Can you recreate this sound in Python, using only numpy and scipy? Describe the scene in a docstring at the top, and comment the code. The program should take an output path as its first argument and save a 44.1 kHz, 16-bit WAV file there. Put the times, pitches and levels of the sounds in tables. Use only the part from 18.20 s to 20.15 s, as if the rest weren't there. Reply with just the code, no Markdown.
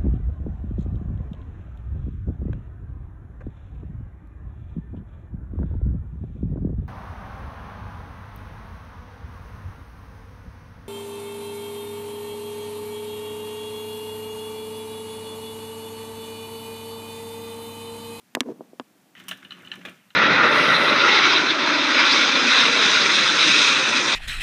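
"""Toy engine on a dresser

Fingers bump and rub the case of a hand-held camera in a small room; the case rings and snaps as it flexes.
Then a plastic toy engine is pushed along a wooden dresser: its wheels rumble on the top and chatter
in the hollow shell, loose parts clack, the rods tick, the chassis thuds, and it comes to rest."""
import sys
import numpy as np
from scipy import signal
from scipy.fft import rfft, irfft, next_fast_len
from scipy.io import wavfile
from scipy.ndimage import uniform_filter1d

SR = 44100
rng = np.random.default_rng(int(sys.argv[2]) if len(sys.argv) > 2 else 0)


def master_out(mix):
    """Clip the mix to full scale and print it as 16-bit PCM to the path in sys.argv[1]."""
    frames = np.transpose(np.atleast_2d(mix))
    ceiling = np.clip(frames, -1, 1)
    pcm = np.round(ceiling * 32767).astype(np.int16)
    wavfile.write(sys.argv[1], SR, pcm)


N = 85995

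# body of the toy's hollow shell: freq_hz, gain_db
SHELL_COLOUR = [(50, -43), (200, -45), (600, -5.5), (950, 0), (1300, 7.5), (1700, 8.5), (2150, 5),
                (2950, 6.5), (3700, -1.5), (4700, -15), (6000, -10), (8000, -19.5), (12500, -31),
                (14000, -47)]
# bright hiss of rod ticks and grit: freq_hz, gain_db
TICK_COLOUR = [(200, -32), (2000, 2), (6000, 9), (12000, -3), (13500, -3), (15000, 4)]
KNOCK_RISE_S = .0014


def wheels():
    """Rolling wheels rumble the wooden top, chatter in the shell and tick over specks of grit."""
    push = [(.945, -57, -47), (.985, -52.5, -55), (1.03, -56.5, -59), (1.114, -45.5, -62),
            (1.19, -60, -59.5), (1.265, -51.5, -62), (1.29, -61, -62.5), (1.33, -51.5, -57.5),
            (1.42, -52.5, -55.5), (1.55, -52.5, -58.5), (1.58, -46, -62), (1.635, -50, -58.5),
            (1.68, -45, -51.5), (1.76, -59, -64.5), (1.84, -81, -68.5), (1.95, -74, -77)]  # faders of the push: time_s, rumble_db, chatter_db
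    wood_colour = [(40, -25), (70, -27), (100, -7), (140, -7.5), (190, 7.5), (220, -9), (259, 5), (300, -9),
                   (346, -0.5), (420, -14), (600, -14), (900, -27), (2000, -43)]  # body of the dresser top: freq_hz, gain_db
    start_s, fade_in_s, impacts_per_s, specks_per_s = .97, .0043, 1000, 80
    rumble_db, chatter_db = curves(push)
    moving = np.clip((np.arange(N) / SR - start_s) / fade_in_s, 0, 1)
    impacts = (rng.random(N) < impacts_per_s / SR) * rng.choice([-1, 1], N)
    impacts = impacts * amp(-np.minimum(rng.exponential(size=N), 3))
    contact = unit(impacts) + .5 * rng.standard_normal(N)
    chatter = even(patchy(coloured(contact, SHELL_COLOUR), depth_db=3), size=600)
    specks = (rng.random(N) < specks_per_s / SR) * rng.random(N)
    speck_envelope = signal.fftconvolve(specks, decay(t60=.0083))[:N]
    grit = unit(speck_envelope * noise(TICK_COLOUR))
    rumble = even(noise(wood_colour), size=900)
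    return moving * (amp(rumble_db - 1) * rumble + amp(chatter_db + 3.5) * (chatter + amp(-13) * grit))


def loose_parts():
    """Loose parts clack in the shell, which answers hardest near each clack's own pitch."""
    clacks = [(0.951, -42, -9, 1950), (.964, -42.5, -26, 2920), (0.975, -46, -24, 2700),
              (1.0, -40, -0.5, 1890), (1.082, -32, -8, 3020), (1.089, -31, -10, 2900),
              (1.1105, -26.5, -1, 3080), (1.115, -28, -9, 1630), (1.128, -38, -12, 2940),
              (1.228, -39.5, -25, 1550), (1.248, -40.5, 3, 3040), (1.3069, -38.5, 8, 4320),
              (1.32, -37.5, 5, 3020), (1.449, -44, -6, 2850), (1.473, -46.5, 7, 2980),
              (1.516, -32.5, 4.5, 2950), (1.519, -38.5, 5.5, 2960), (1.531, -35.5, -15, 1360),
              (1.537, -36.5, -6, 3480), (1.556, -37.5, -11, 2200), (1.611, -40.5, -24, 1350),
              (1.651, -27.5, -37, 3350), (1.658, -33, -6, 2460), (1.683, -35.5, -4, 2460),
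              (1.9035, -49, -1, 3250)]  # parts striking: start_s, level_db, ring_share_db, pitch_hz
    shell_modes = [(1420, -8, 0.033), (1727, -5.5, 0.035), (2487, -15, 0.07), (2740, -1.5, 0.018),
                   (2982, 4.5, 0.023), (3566, -9, 0.035), (4027, -2, 0.016)]  # ring of the shell: pitch_hz, level_db, t60_s
    noise_focus_db, mode_focus_db = 9.5, 5
    grid_hz = np.geomspace(100, 16000, 120)
    out = np.zeros(N)
    for start_s, db, ring_db, hz in clacks:
        colour = np.c_[grid_hz, along(SHELL_COLOUR, grid_hz) + noise_focus_db * near(grid_hz, hz)]
        modes = [(f, level + mode_focus_db * near(f, hz), t60) for f, level, t60 in shell_modes]
        clack = burst(colour, t60=.049) + amp(ring_db) * ring(modes)
        add(out, start_s, amp(db) * attack(KNOCK_RISE_S) * clack)
    return out


def wheel_rods():
    """The rods tick: a dry puff of hiss with a short, high ring."""
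    ticks = [(0.952, -50), (0.9984, -40.5), (1.0837, -22.5), (1.089, -21), (1.1125, -32.5), (1.12, -37.5),
             (1.173, -42.5), (1.242, -47), (1.39, -49), (1.463, -50), (1.555, -41.5), (1.653, -38),
             (1.696, -40)]  # rod strikes: start_s, level_db
    rod_modes = [(8930, 3, 0.02), (9580, 0, .014), (11300, 1, 0.013), (12650, 3, 0.013)]  # ring of the rods: pitch_hz, level_db, t60_s
    out = np.zeros(N)
    for start_s, db in ticks:
        tick = amp(-17.5) * ring(rod_modes) + amp(-12) * burst(TICK_COLOUR, t60=.033)
        add(out, start_s, amp(db) * tick)
    return out


def chassis():
    """The chassis drops on the wood with a dull thud."""
    drops = [(1.1105, -42.5), (1.651, -36.5), (1.681, -45)]  # landings: start_s, level_db
    thud_colour = [(40, -35), (120, -20), (250, 5), (420, 9.5), (650, 18), (1000, -13), (2000, -18)]  # plastic on wood: freq_hz, gain_db
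    out = np.zeros(N)
    for start_s, db in drops:
        add(out, start_s, amp(db) * attack(KNOCK_RISE_S) * burst(thud_colour, t60=.076))
    return out


def finger_bumps():
    """Fingers knock the camera case into ringing; a softer contact gives a duller knock."""
    bumps = [(0.1509, -4, 3000), (0.1705, 1, 850), (0.2073, -4.5, 1530), (0.2329, -24.5, 3030),
             (0.2876, -2, 626), (0.3945, -10.5, 358), (0.4081, -7, 768), (0.5324, -14.5, 577),
             (.598, -6, 1680)]  # finger blows: start_s, strength_db, lowpass_hz
    case_modes = [(210, -26, 0.093), (282.6, -3.5, 0.0214), (470, -7, 0.014), (630, -11, 0.015),
                  (800, -23, 0.015), (994, 2, 0.0048), (1860, -32, 0.012), (3280, -25, 0.00534)]  # ring of the case: pitch_hz, level_db, t60_s
    out, t = np.zeros(N), hit_time()
    knock = sum(amp(db) * decay(t60) * np.cos(2 * np.pi * hz * t) for hz, db, t60 in case_modes)
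    knock = amp(-15.5) * cut(knock, hz=215, kind="high", order=3)
    for start_s, db, lowpass_hz in bumps:
        add(out, start_s, amp(db) * cut(knock, lowpass_hz, "low", order=4))
    return out


def case_snaps():
    """The flexing case snaps: a sharp crack and a brief ring over a hollow thump."""
    snaps = [(0.1506, -13.5, 9300, -20, .83), (.206, -9.5, 7760, -7.5, 0.99),
             (0.5977, -24, 3180, -22.5, 0.803)]  # flexes: start_s, snap_db, lowpass_hz, thump_db, pitch_ratio
    snap_modes = [(1670, -4, 0.0064), (2167, 2, 0.0045), (3230, -2, 0.005), (4000, 3, 0.0038),
                  (4900, -9.5, 0.0041), (5850, -14, 0.016), (6640, -19, 0.0083), (8000, -8, 0.0049),
                  (10820, -7.5, 0.006), (13300, -5, 0.0039)]  # ring of the case wall: base_pitch_hz, level_db, t60_s
    crack_colour = [(250, -30), (1200, -2), (2100, 5.5), (3800, -1), (6000, -2), (10000, -5.5),
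                    (15000, -3.5)]  # noise of the crack: freq_hz, gain_db
    thump_hz = 260.2
    out, t = np.zeros(N), hit_time()
    thump = attack(rise_s=.0089) ** 2 * decay(t60=.028) * np.sin(2 * np.pi * thump_hz * t)
    for start_s, db, lowpass_hz, thump_db, pitch_ratio in snaps:
        wall = sum((-1) ** k * amp(level) * decay(t60) * np.sin(2 * np.pi * pitch_ratio * hz * t)
                   for k, (hz, level, t60) in enumerate(snap_modes))
        crack = burst(crack_colour, t60=.0099)
        snap = (wall + amp(14.5) * crack / np.linalg.norm(crack)) * attack(rise_s=.00011)
        snap = cut(snap, lowpass_hz, "low", order=2)
        add(out, start_s, amp(db) * snap - amp(thump_db + 12.5) * thump)
    return out


def finger_rub():
    """A finger drags over the case with a low scuff."""
    drag = [(.225, -78), (.245, -48), (.262, -33.5), (.278, -33.5), (0.299, -28), (0.319, -35.5),
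            (.355, -58), (.41, -64.5), (.465, -54), (.51, -82)]  # fader of the drag: time_s, level_db
    rub_colour = [(40, -71.5), (100, -35), (150, -11), (210, -6), (285, 10), (380, -9), (467, 4.5),
                  (560, -15.5), (780, -26), (1030, -19), (1300, -31), (3000, -43.5), (5000, -47.5),
                  (6300, -43), (8000, -54), (12000, -59)]  # skin on the case: freq_hz, gain_db
    return amp(curves(drag)[0]) * even(noise(rub_colour), size=400)


def hand_grip():
    """The grip creeps on the case with a faint, dark rustle."""
    creep = [(.11, -85), (.16, -60), (.37, -53), (.5, -59), (.65, -64), (.85, -62), (1.0, -68), (1.7, -85)]  # fader of the grip: time_s, level_db
    grip_colour = [(40, -47), (110, -19), (190, 9.5), (300, 8.5), (450, -2.5), (700, -1.5), (1100, -11),
                   (2500, -44)]  # hand on the case: freq_hz, gain_db
    return amp(curves(creep)[0]) * noise(grip_colour)


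def room_reverb(x):
    """The small room returns a short, diffuse tail."""
    room_decay = [(200, 0.11), (2000, 0.24), (12000, 0.21)]  # reverb time: freq_hz, t60_s
    return amp(-10) * echo(x, room_decay, gap_s=.004, size=256)


def close_reflections(x):
    """The hand and furniture throw back a quick, dull reflection."""
    close_decay = [(200, 0.054), (1200, 0.052), (3000, 0.014), (6000, 0.015), (14000, 0.0059)]  # reflection decay: freq_hz, t60_s
    reflections = echo(x, close_decay, gap_s=.00194, size=64)
    return amp(-13.5) * cut(reflections, hz=2460, kind="low", order=2)


def room_tone():
    """A quiet, steady bed of air."""
    air_colour = [(25, -24), (60, -29), (100, -15), (140, -9), (195, -2), (290, -10), (450, -20),
                  (650, -16), (1000, -17), (2000, -18), (4150, -23.5), (15000, -27.5)]  # the still room: freq_hz, gain_db
    return amp(-62) * noise(air_colour)


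def amp(db):
    return 10 ** (np.asarray(db) / 20)


def unit(x):
    return x / np.sqrt(np.mean(x ** 2) + 1e-20)


def along(points, hz):
    """Read (freq_hz, value) points on a log frequency axis."""
    freqs, values = np.transpose(points)
    return np.interp(np.log(hz + 1), np.log(freqs + 1), values)


def curves(rows):
    """One value per sample for each column after the time."""
    times, *columns = np.transpose(rows)
    return [np.interp(np.arange(N) / SR, times, column) for column in columns]


def coloured(x, colour):
    """EQ x by (freq_hz, gain_db) points, at rms 1."""
    size = next_fast_len(len(x) + SR // 8)
    gain = amp(along(colour, np.fft.rfftfreq(size, 1 / SR)))
    return unit(irfft(rfft(x, size) * gain, size)[:len(x)])


def cut(x, hz, kind, order):
    """Causal low-pass or high-pass."""
    return signal.sosfilt(signal.butter(order, hz, kind, fs=SR, output="sos"), x)


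def noise(colour):
    return coloured(rng.standard_normal(N), colour)


def hit_time():
    """Seconds since a hit."""
    return np.arange(SR // 4) / SR


def attack(rise_s):
    return 1 - np.exp(-hit_time() / rise_s)


def decay(t60):
    return amp(-60 * hit_time() / t60)


def add(track, start_s, sound):
    part = track[round(start_s * SR):][:len(sound)]
    part += sound[:len(part)]


def ring(modes):
    """Modes struck at a random spot, so their levels and phases vary."""
    t = hit_time()
    return sum(amp(db + rng.normal(0, 3.1)) * decay(t60) * np.sin(2 * np.pi * (hz * t + rng.random()))
               for hz, db, t60 in modes)


def burst(colour, t60):
    """A dying puff of noise."""
    envelope = decay(t60)
    return noise(colour)[:len(envelope)] * envelope


def near(hz, centre_hz, octaves=.18):
    """A bell curve: 1 at the centre, falling to 0 either side."""
    return np.exp(-(np.log2(hz / centre_hz) / octaves) ** 2)


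def patchy(x, depth_db):
    """The colour shifts from moment to moment as the contact moves."""
    spectra = signal.stft(x, nperseg=256)[2]
    patches = uniform_filter1d(rng.standard_normal(spectra.shape), size=3, axis=0)
    patches = unit(uniform_filter1d(patches, size=5, axis=1))
    return unit(signal.istft(spectra * amp(depth_db * patches), nperseg=256)[1][:N])


def even(x, size):
    """Level out chance swells over about size samples."""
    power = uniform_filter1d(uniform_filter1d(x ** 2, size), size)
    return x / np.sqrt(np.abs(power) + 1e-6)


def echo(x, t60s, gap_s, size):
    """A diffuse tail after a short gap; each frequency dies at its own speed."""
    hiss = rng.standard_normal(SR // 2)
    hz, t, spectra = signal.stft(hiss, SR, nperseg=size)
    fade = amp(-60 * t / along(t60s, hz)[:, None])
    tail = signal.istft(spectra * fade, SR, nperseg=size)[1][:len(hiss)]
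    response = np.pad(tail / np.linalg.norm(tail), (round(gap_s * SR), 0))
    return signal.fftconvolve(x, response)[:N]


def scene():
    """The engine is out in the room; the hand is right at the microphone."""
    toy = wheels() + loose_parts() + wheel_rods() + chassis()
    hand = finger_bumps() + case_snaps() + finger_rub()
    return (toy + room_reverb(toy) + hand + close_reflections(hand) + hand_grip() + room_tone())[None]


def record(dry):
    """The small microphone loses the deep bass, and the camera keeps nothing above its band limit."""
    low_cut_hz, band_limit_hz = 72, 15400
    size = next_fast_len(N + SR // 2)
    thin = cut(dry, low_cut_hz, "high", order=2)
    in_band = np.fft.rfftfreq(size, 1 / SR) < band_limit_hz
    return irfft(rfft(thin, size) * in_band, size)[..., :N]


dry = scene()
out = record(dry)
master_out(out)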